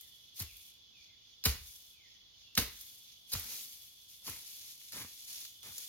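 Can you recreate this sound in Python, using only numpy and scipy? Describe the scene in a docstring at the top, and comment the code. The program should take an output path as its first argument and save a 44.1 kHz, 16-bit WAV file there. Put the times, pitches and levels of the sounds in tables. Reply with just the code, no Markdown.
"""At the edge of a wood, a hoe chops dry soil: five blows of differing strength, then two scraping strokes.
Shaped noise makes the crust crack and the soil crunch; decaying sine tones make the blade ring,
the handle knock and the ground thump. Noise ticks and flows make stalks snap and loose earth patter.
The trees echo the work through decaying noise. A far bird whistles in gliding tones,
while narrow bands of noise drone like insects above a hush of air and leaves."""
import sys
import numpy as np
from scipy import signal
from scipy.fft import rfft, irfft
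from scipy.io import wavfile
from scipy.ndimage import uniform_filter1d, map_coordinates

SR = 44100
rng = np.random.default_rng(int(sys.argv[2]) if len(sys.argv) > 2 else 0)


def file_out(sig):
    """Save sig as 16-bit WAV at sys.argv[1]."""
    # one column per channel
    cols = np.atleast_2d(sig).T
    # limit, then scale
    lim = np.clip(cols, -1, 1)
    pcm = np.round(lim * 32767).astype(np.int16)
    wavfile.write(sys.argv[1], SR, pcm)


N = 259308
T = np.arange(N) / SR  # time in seconds

# Levels in the tables are starting levels, before echo and the tone of the microphone ports.
# A t60 is the time in seconds to fade by 60 dB.
# Chops of the hoe: start_s, crack_db, crack_rise_s, crunch_db, crunch_t60_s,
# clod_db (compared with crack and crunch), blade_ring_db, thud_db, thud_pitch_hz, thud_delay_s
CHOPS = [(0.402, -36, 0.0065, -41, 0.19, -7.5, -60, -33, 73, 0.00756),
         (1.4564, -22, 0.0037, -31.5, 0.25, -1, -39.5, -19.5, 69, 0.0068),
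         (2.578, -24, 0.0035, -31, 0.25, -0.5, -36.5, -28.5, 67.6, 0.003),
         (3.336, -27.5, 0.0069, -40.5, 0.72, -8.5, -51, -31.5, 80.7, 0.0177),
         (4.275, -42.5, 0.015, -44.5, 0.38, 0.5, -75, -43.5, 84.6, 0.012)]
# Shallow scraping strokes: start_s, length_s, crunch_db, clod_db
SCRAPING_STROKES = [(4.922, 0.1, -47, -45), (5.63, 0.062, -53.5, -52)]
# Stalks, roots and pebbles snapping under the blade: start_s, level_db, centre_hz
STALK_SNAPS = [(0.01, -45.5, 10800), (0.395, -40, 11000), (0.42, -36, 10900), (0.568, -51, 11000),
               (1.439, -32, 4730), (1.4556, -41, 4200), (1.4619, -28, 443), (2.552, -35, 5040),
               (2.576, -19.5, 2130), (2.584, -28, 700), (2.811, -44, 11900), (3.319, -36.5, 6500),
               (3.333, -40, 8200), (3.351, -35, 1280), (3.396, -36, 10900), (4.266, -41, 5200),
               (4.297, -37.5, 10000), (4.814, -54, 2600), (5.33, -45, 6460), (5.451, -42, 4400),
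               (5.781, -35, 7700)]
# Tones of blade and handle: pitch_hz, level_db (compared with each other), t60_s
BLADE_TONES = [(439, 5.5, 0.27), (952, -8, 0.13), (1530, 9, 0.18), (1970, 1, 0.41), (2285, 3, 0.27),
               (3930, -5, 0.2), (4670, -3, 0.35), (6400, -6, 0.13), (12400, 1, 0.14)]
# Showers of flung soil: start_s, length_s, level_db (before thinning)
SOIL_SHOWERS = [(0.01, 0.27, -62.5), (0.592, 0.11, -60), (1.674, 0.25, -56.5), (2.803, 0.39, -54.5),
                (3.519, 0.35, -46.5), (5.778, 0.1, -49.5)]
# The blade drawn through loose earth and weeds: start_s, length_s, level_db
BLADE_DRAGS = [(0.37, 0.017, -54.5), (3.297, 0.02, -57.5), (3.8, 0.26, -66.5), (4.096, 0.064, -60),
               (4.251, 0.46, -54.5), (4.803, 0.11, -59), (5.06, 0.2, -57), (5.282, 0.14, -51),
               (5.503, 0.03, -65), (5.692, 0.2, -75)]
# Faint dry rustles as the hoe is lifted and swung: peak_s, level_db (of the grit)
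SWING_RUSTLES = [(0.27, -70.5), (1.02, -67), (1.3, -69.5), (2.11, -66.5), (2.418, -66.5), (3.11, -64.5)]
# Falling whistles of the far bird: start_s, length_s, start_pitch_hz, end_pitch_hz, level_db
BIRD_WHISTLES = [(0.0, 0.09, 2240, 1716, -77), (0.457, 0.079, 2875, 2170, -63.5),
                 (0.932, 0.096, 2665, 2175, -68), (1.05, 0.11, 2290, 1860, -77.5),
                 (1.928, 0.17, 2622, 1800, -69.5), (2.426, 0.15, 2870, 2640, -70)]
# Insect bands: pitch_hz, width_hz (at half height), level_db (before swell and throb)
INSECT_BANDS = [(2920, 17, -83), (3048, 34, -75.5), (3365, 72, -69), (3510, 130, -77), (3561, 70, -72.5),
                (5060, 2800, -83)]
# Swell of the insect chorus: time_s, gain_db
CHORUS_SWELL = [(0, 4.5), (1.0, 3.5), (2.3, 1.5), (3.0, 3.5), (5.0, 2.5), (5.88, 7.5)]

# Tone colours, all with the columns: pitch_hz, level_db (only the shape matters)
# Cracking crust
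CRACK_COLOUR = [(150, -65), (600, -4), (1500, -3), (2300, -17.5), (4200, 13.5), (7000, 3), (11000, 8.5),
                (16000, -5)]
# Crunching soil
CRUNCH_COLOUR = [(150, -50), (800, -3), (1600, -2.5), (2300, 2), (4500, 3), (6700, 2), (9000, 3),
                 (12000, -1.5), (16000, -8.5)]
# Breaking clods
CLOD_COLOUR = [(40, -10.5), (100, 2.5), (230, 3), (350, -1), (500, -1), (700, -6.5), (950, -1.5),
               (1600, -2.5), (2200, 2), (3500, -8.5), (8000, -10)]
# Fine dust on dry leaves
DUST_COLOUR = [(1500, -22), (5000, -6.5), (8000, 0), (10000, -0.5), (12500, -3), (16000, -9)]
# Rattling grit
GRIT_COLOUR = [(900, -45), (1600, -15), (2300, -1), (4200, 6), (6600, 3), (8000, -30), (11000, -24)]
# Rolling crumbs
CRUMB_COLOUR = [(40, -13), (100, -6.5), (300, 2.5), (700, -2), (1500, 0), (2500, 8), (5000, -41)]
# Echo from trunks and foliage
WOOD_COLOUR = [(35, -15.5), (70, -10), (150, -5), (400, -13), (1200, -3), (2300, 0.5), (5000, 0),
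               (9000, -5.5), (16000, -3.5)]
# Hush of air and leaves
AIR_COLOUR = [(25, -14), (60, -3), (110, -10.5), (250, -8), (500, -13.5), (1000, -15.5), (1800, -18),
              (2600, -11), (3300, -5.5), (4200, -3), (5400, -8.5), (6700, -13), (7600, -29), (12000, -25.5),
              (16000, -27.5)]
# Tone of the two microphone ports: pitch_hz, left_db, right_db
PORT_COLOURS = [(99, 0.5, 0), (688, -2.6, -2.15), (1954, -3, -1.33), (6800, 1, 3), (8040, -5, -13),
                (7810, -9.5, -5.5), (9570, 1.5, -9), (10340, 3.5, -2), (13850, 6.5, 5.5), (16500, 0.5, 4)]
# The hoe works its way to the left: time_s, right_port_lag_samples
RIGHT_PORT_LAG = [(0, 3.6), (3.3, 3.15), (4.5, 4.43), (5.88, 5.7)]

# A scrape bites with a small crack (dB re its crunch), gathers clods, and stops with a thud (dB re its clods)
BITE_S, GATHER_S, SCRAPE_T60_S = 0.0015, 0.057, 0.18
SCRAPE_CRACK_DB, SCRAPE_THUD_DB, SCRAPE_THUD_HZ = 2, -3, 86
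SNAP_T60_S = 0.028
# A shower builds, thins steadily while it falls, and stops
SHOWER_ATTACK_S, SHOWER_THINNING_DB_PER_S, SHOWER_T60_S = 0.089, 42, 0.49
DRAG_ATTACK_S, DRAG_T60_S = 0.012, 0.55
RUSTLE_WIDTH_S, RUSTLE_DUST_DB = 0.053, -12.5  # dust in a rustle, dB re its grit
# Flow strengths before colouring: grit in dB re dust; crumbs grow with the square of the flow
# and reach CRUMBS_DB when the flow is at FULL_FLOW_DB
SHOWER_GRIT_DB, DRAG_GRIT_DB, CRUMBS_DB, FULL_FLOW_DB = -6, -4, -62, -46.5
PEBBLE_RATE, PEBBLE_DB = 16, -0.5  # average ticks per second; dB re dust for the hardest single tick
THROB_RATE, THROB_DB = 24, 2  # insect wing strokes per second; how far they move the level up and down
LOW_CUT_HZ, TOP_HZ = 37, 16000


def hoe():
    """The crust cracks, soil crunches along the blade, clods break, the ground thumps; a scrape draws this out."""
    crack, crunch, clod, push, ground, shake = np.zeros((6, N))
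    for (s, crack_db, rise_s, crunch_db, t60, clod_db,
         ring_db, thud_db, thud_hz, delay_s) in CHOPS:
        entry = undb(crack_db) * strike(s, rise_s, 0.03)
        cut = undb(crunch_db) * strike(s + 0.0049, 0.0033, t60)
        crack += entry
        crunch += cut
        clod += undb(clod_db) * (0.44 * entry + 0.86 * cut)
        push[int(s * SR)] = undb(ring_db)  # a single click that sets the blade ringing
        ground += undb(thud_db) * thud(s + delay_s, thud_hz)
        ground += undb(ring_db + 8) * knock(s + 0.00307)
        shake += undb(thud_db) * strike(s + 0.0057, 0.0057, 0.41)
    for s, length, crunch_db, clod_db in SCRAPING_STROKES:
        contact = stroke(s, length, BITE_S, SCRAPE_T60_S)
        gathering = np.clip((T - s) / GATHER_S, 0, 1) ** 0.5
        crack += undb(crunch_db + SCRAPE_CRACK_DB) * strike(s, BITE_S, 0.04)
        crunch += undb(crunch_db) * contact
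        clod += undb(clod_db) * contact * gathering
        ground += undb(clod_db + SCRAPE_THUD_DB) * thud(s + length, SCRAPE_THUD_HZ)
    crust = colour(crack * grains(2.7, scatter=0.04), CRACK_COLOUR)
    soil = colour(crunch * grains(2.6, scatter=0.74), CRUNCH_COLOUR)
    lumps = colour(clod * grains(3.5, scatter=0.03), CLOD_COLOUR)
    rumble = undb(-16) * shake * band(62, 45)
    return crust + soil + lumps + place(blade(push) + ground + rumble)


def blade(push):
    """The steel and its handle ring as fading sine tones, quickly damped by the earth."""
    t = T[:SR // 2]
    ring = np.zeros(len(t))
    for hz, db, t60 in BLADE_TONES:
        phase = rng.uniform(0, 2 * np.pi)
        ring += undb(db - 60 * t / t60) * np.sin(2 * np.pi * hz * t + phase)
    # balance by the combined strength of the tones
    return convolve(push, ring / np.linalg.norm(undb([tone[1] for tone in BLADE_TONES])))


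def thud(s, hz, t60=0.14, stiffening=2.05, settle_s=0.0053):
    """The ground bounces under the blow; its pitch sinks to hz as the soil gives way."""
    t = np.maximum(T - s, 0)
    cycles = hz * (t + stiffening * settle_s * (1 - np.exp(-t / settle_s)))
    return np.sin(2 * np.pi * cycles) * (1 - np.exp(-t / 0.0073)) * undb(-60 * t / t60)


def knock(s, hz=235, t60=0.068):
    """The wooden handle gives a dull knock as the blade stops: one short, fading tone."""
    t = np.maximum(T - s, 0)
    return np.sin(2 * np.pi * hz * t) * (1 - np.exp(-t / 0.0015)) * undb(-60 * t / t60)


def snaps(octaves=0.46):
    """Each snap is a short, broad tick of noise; smaller things tick higher."""
    out, chips = np.zeros((2, N)), grains(0.61, scatter=0.35)
    t = T[:SR // 20]
    for s, db, hz in STALK_SNAPS:
        start = int(s * SR)
        span = slice(start, start + len(t))
        edges = [hz / 2 ** octaves, min(hz * 2 ** octaves, SR * 0.45)]
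        band_filter = signal.butter(1, edges, "band", fs=SR, output="sos")
        tick = signal.sosfilt(band_filter, chips[:, span])
        out[:, span] += unit(tick) * undb(db - 60 * t / SNAP_T60_S)
    return out


def loose_earth():
    """Dragged and thrown soil: fine dust hisses on dry leaves, grit rattles, crumbs roll."""
    dust, grit, crumbs = earth_flow()
    dust = dust * (1 + undb(PEBBLE_DB) * pebbles())
    hiss = undb(2.3) * colour(dust * grains(1.0, scatter=0.78), DUST_COLOUR)
    rattle = undb(3.5) * colour(grit * grains(1.7, scatter=0.74), GRIT_COLOUR)
    roll = undb(4.5) * colour(crumbs * grains(0.99, scatter=0.16), CRUMB_COLOUR)
    # the soil lets go in small, uneven spills
    spills = undb(0.7 * walk(45) + 0.9 * walk(260))
    return (hiss + rattle + roll) * spills


def earth_flow():
    """Strengths of dust, grit and crumbs as the powers of showers, drags and rustles add up."""
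    showers, drags, rustles = np.zeros((3, N))
    for s, length, db in SOIL_SHOWERS:
        thinning_db = SHOWER_THINNING_DB_PER_S * np.maximum(T - s, 0)
        showers += (undb(db - thinning_db) * stroke(s, length, SHOWER_ATTACK_S, SHOWER_T60_S)) ** 2
    for s, length, db in BLADE_DRAGS:
        drags += (undb(db) * stroke(s, length, DRAG_ATTACK_S, DRAG_T60_S)) ** 2
    for s, db in SWING_RUSTLES:
        rustles += (undb(db) * np.exp(-0.5 * ((T - s) / RUSTLE_WIDTH_S) ** 2)) ** 2
    dust = np.sqrt(showers + drags + undb(RUSTLE_DUST_DB) ** 2 * rustles)
    grit = np.sqrt(undb(SHOWER_GRIT_DB) ** 2 * showers + undb(DRAG_GRIT_DB) ** 2 * drags + rustles)
    crumbs = undb(CRUMBS_DB) * (showers + drags) / undb(FULL_FLOW_DB) ** 2
    return dust, grit, crumbs


def pebbles(t60=0.0045):
    """Stray pebbles tick in the moving earth: short fading envelopes at random moments."""
    chance, size = rng.random((2, N))
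    return convolve((chance < PEBBLE_RATE / SR) * size, undb(-60 * T[:SR // 10] / t60))[0]


def trees(x, t60, build_s):
    """Diffuse echo from trunks and foliage: fading noise, different on each side."""
    t = T[:SR]
    tails = rng.standard_normal((2, SR)) * undb(-60 * t / t60) * (1 - np.exp(-t / build_s))
    tails /= np.linalg.norm(tails, axis=1, keepdims=True)
    return colour(convolve(x, tails), WOOD_COLOUR)


def bird():
    """Thin falling whistles, gliding sines from deep among the trees, heard with much echo."""
    song = np.zeros(N)
    for s, length, start_hz, end_hz, db in BIRD_WHISTLES:
        along = np.clip((T - s) / length, 0, 1)
        hz = start_hz + (end_hz - start_hz) * along + 50 * walk(450)  # slightly unsteady pitch
        loudness = undb(db) * np.sqrt(np.abs(np.sin(np.pi * along)))
        song += loudness * np.sin(2 * np.pi * np.cumsum(hz) / SR)
    return undb(2.5) * song + undb(2.5) * trees(song, t60=0.92, build_s=0.0043)


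def field():
    """Many insects merge into narrow, throbbing bands of noise above the hush of air and leaves."""
    swell = undb(np.interp(T, *np.transpose(CHORUS_SWELL)))
    throb = undb(THROB_DB * np.sin(2 * np.pi * THROB_RATE * T + 2 * walk(6)))
    insects = np.zeros((2, N))
    for side in insects:
        for hz, width_hz, db in INSECT_BANDS:
            side += undb(db + 0.74 * walk(2.98)) * band(hz, width_hz)
    air = undb(-65.5 + 0.5 * walk(4.46)) * colour(rng.standard_normal((2, N)), AIR_COLOUR)
    # the far low rumble is alike on both sides
    return swell * throb * insects + air + undb(-79.0) * band(85, 130)


def grains(spread_db, scatter, size=14):
    """Dense fracture bursts, many faint, few strong; ground and leaves scatter a share differently to each side."""
    strength = undb(spread_db * np.minimum(rng.exponential(size=N // size + 1), 4))
    bursts = unit(np.repeat(strength, size)[:N])
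    direct, left, right = (crumbling(patchy_db=2.6) for _ in range(3))
    share = np.clip(scatter, 0, 1)
    return bursts * (np.sqrt(1 - share) * place(direct) + np.sqrt(share) * np.array([left, right]))


def crumbling(patchy_db, size=1024):
    """Noise with brief chance resonances, as ever new clods and leaves take part."""
    frames = signal.stft(rng.standard_normal(N), nperseg=size)[2]
    patches = rng.standard_normal(frames.shape)
    patches = uniform_filter1d(patches, size=4, axis=0)  # smooth over pitch
    patches = uniform_filter1d(patches, size=6, axis=1)  # smooth over time
    return unit(signal.istft(frames * undb(patchy_db * unit(patches)), nperseg=size)[1][:N])


def strike(s, rise_s, t60):
    """Envelope that swells up to time s and dies away."""
    return np.exp(np.minimum((T - s) / rise_s, (s - T) * np.log(1000) / t60))


def stroke(s, length, attack_s, t60):
    """Envelope that swells up to time s, holds and dies away."""
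    swell = (T - s) / attack_s
    fade = (s + length - T) * np.log(1000) / t60
    return np.exp(np.minimum(0, np.minimum(swell, fade)))


def place(x):
    """Sound straight from the hoe meets the left port first, so the right one is delayed."""
    x = np.ravel(x)
    lag = np.interp(T, *np.transpose(RIGHT_PORT_LAG))
    return np.array([x, map_coordinates(x, [np.arange(N) - lag], order=3)])


def band(hz, width_hz):
    """Noise in one steep resonance, rms 1."""
    bins = np.arange(N // 2 + 1) * SR / N
    resonance = 1 / (1 + ((bins - hz) / width_hz * 2) ** 2)
    return unit(irfft(rfft(rng.standard_normal(N)) * resonance, N))


def walk(rate):
    """Random wander, rms 1, through rate random points per second joined by straight lines."""
    knots = rng.standard_normal(N // 100)
    return unit(np.interp(T * rate, np.arange(len(knots)), knots))


def colour(x, points):
    """Give x a spectrum; white noise keeps its power."""
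    h = response(points)
    return convolve(x, h / np.linalg.norm(h))


def response(points, size=8192):
    """Impulse response of a (Hz, dB) spectrum that acts only after its input."""
    hz, db = np.transpose(points)
    bins = np.maximum(np.arange(size // 2 + 1) * SR / size, 1)
    gain = undb(np.interp(np.log(bins), np.log(hz), db))
    # folding the cepstrum gives the smallest possible delay
    cepstrum = irfft(np.log(gain))
    cepstrum[1:size // 2] *= 2
    cepstrum[size // 2 + 1:] = 0
    return irfft(np.exp(rfft(cepstrum)))


def convolve(x, h):
    """Pass one or two channels through an impulse response."""
    return signal.fftconvolve(np.atleast_2d(x), np.atleast_2d(h), axes=1)[:, :N]


def unit(x):
    """Scale to rms 1."""
    return x / np.sqrt(np.mean(x ** 2))


def undb(db):
    """Decibels to gain."""
    return 10 ** (np.asarray(db) / 20)


def scene():
    """The work, its echo from the trees, the loose earth, the bird and the living field."""
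    work = hoe() + snaps()
    echo = undb(-12) * trees(work[0], t60=0.45, build_s=0.0043)
    return work + echo + loose_earth() + bird() + field()


def record(dry):
    """Each microphone port has its own notch in the treble; the deepest bass and the very top are cut."""
    hz, *sides = np.transpose(PORT_COLOURS)
    heard = convolve(dry, [response(np.column_stack([hz, db])) for db in sides])
    heard = signal.sosfilt(signal.butter(6, LOW_CUT_HZ, "high", fs=SR, output="sos"), heard)
    return signal.sosfilt(signal.ellip(10, 0.2, 80, TOP_HZ, fs=SR, output="sos"), heard)


dry = scene()
out = record(dry)
file_out(out)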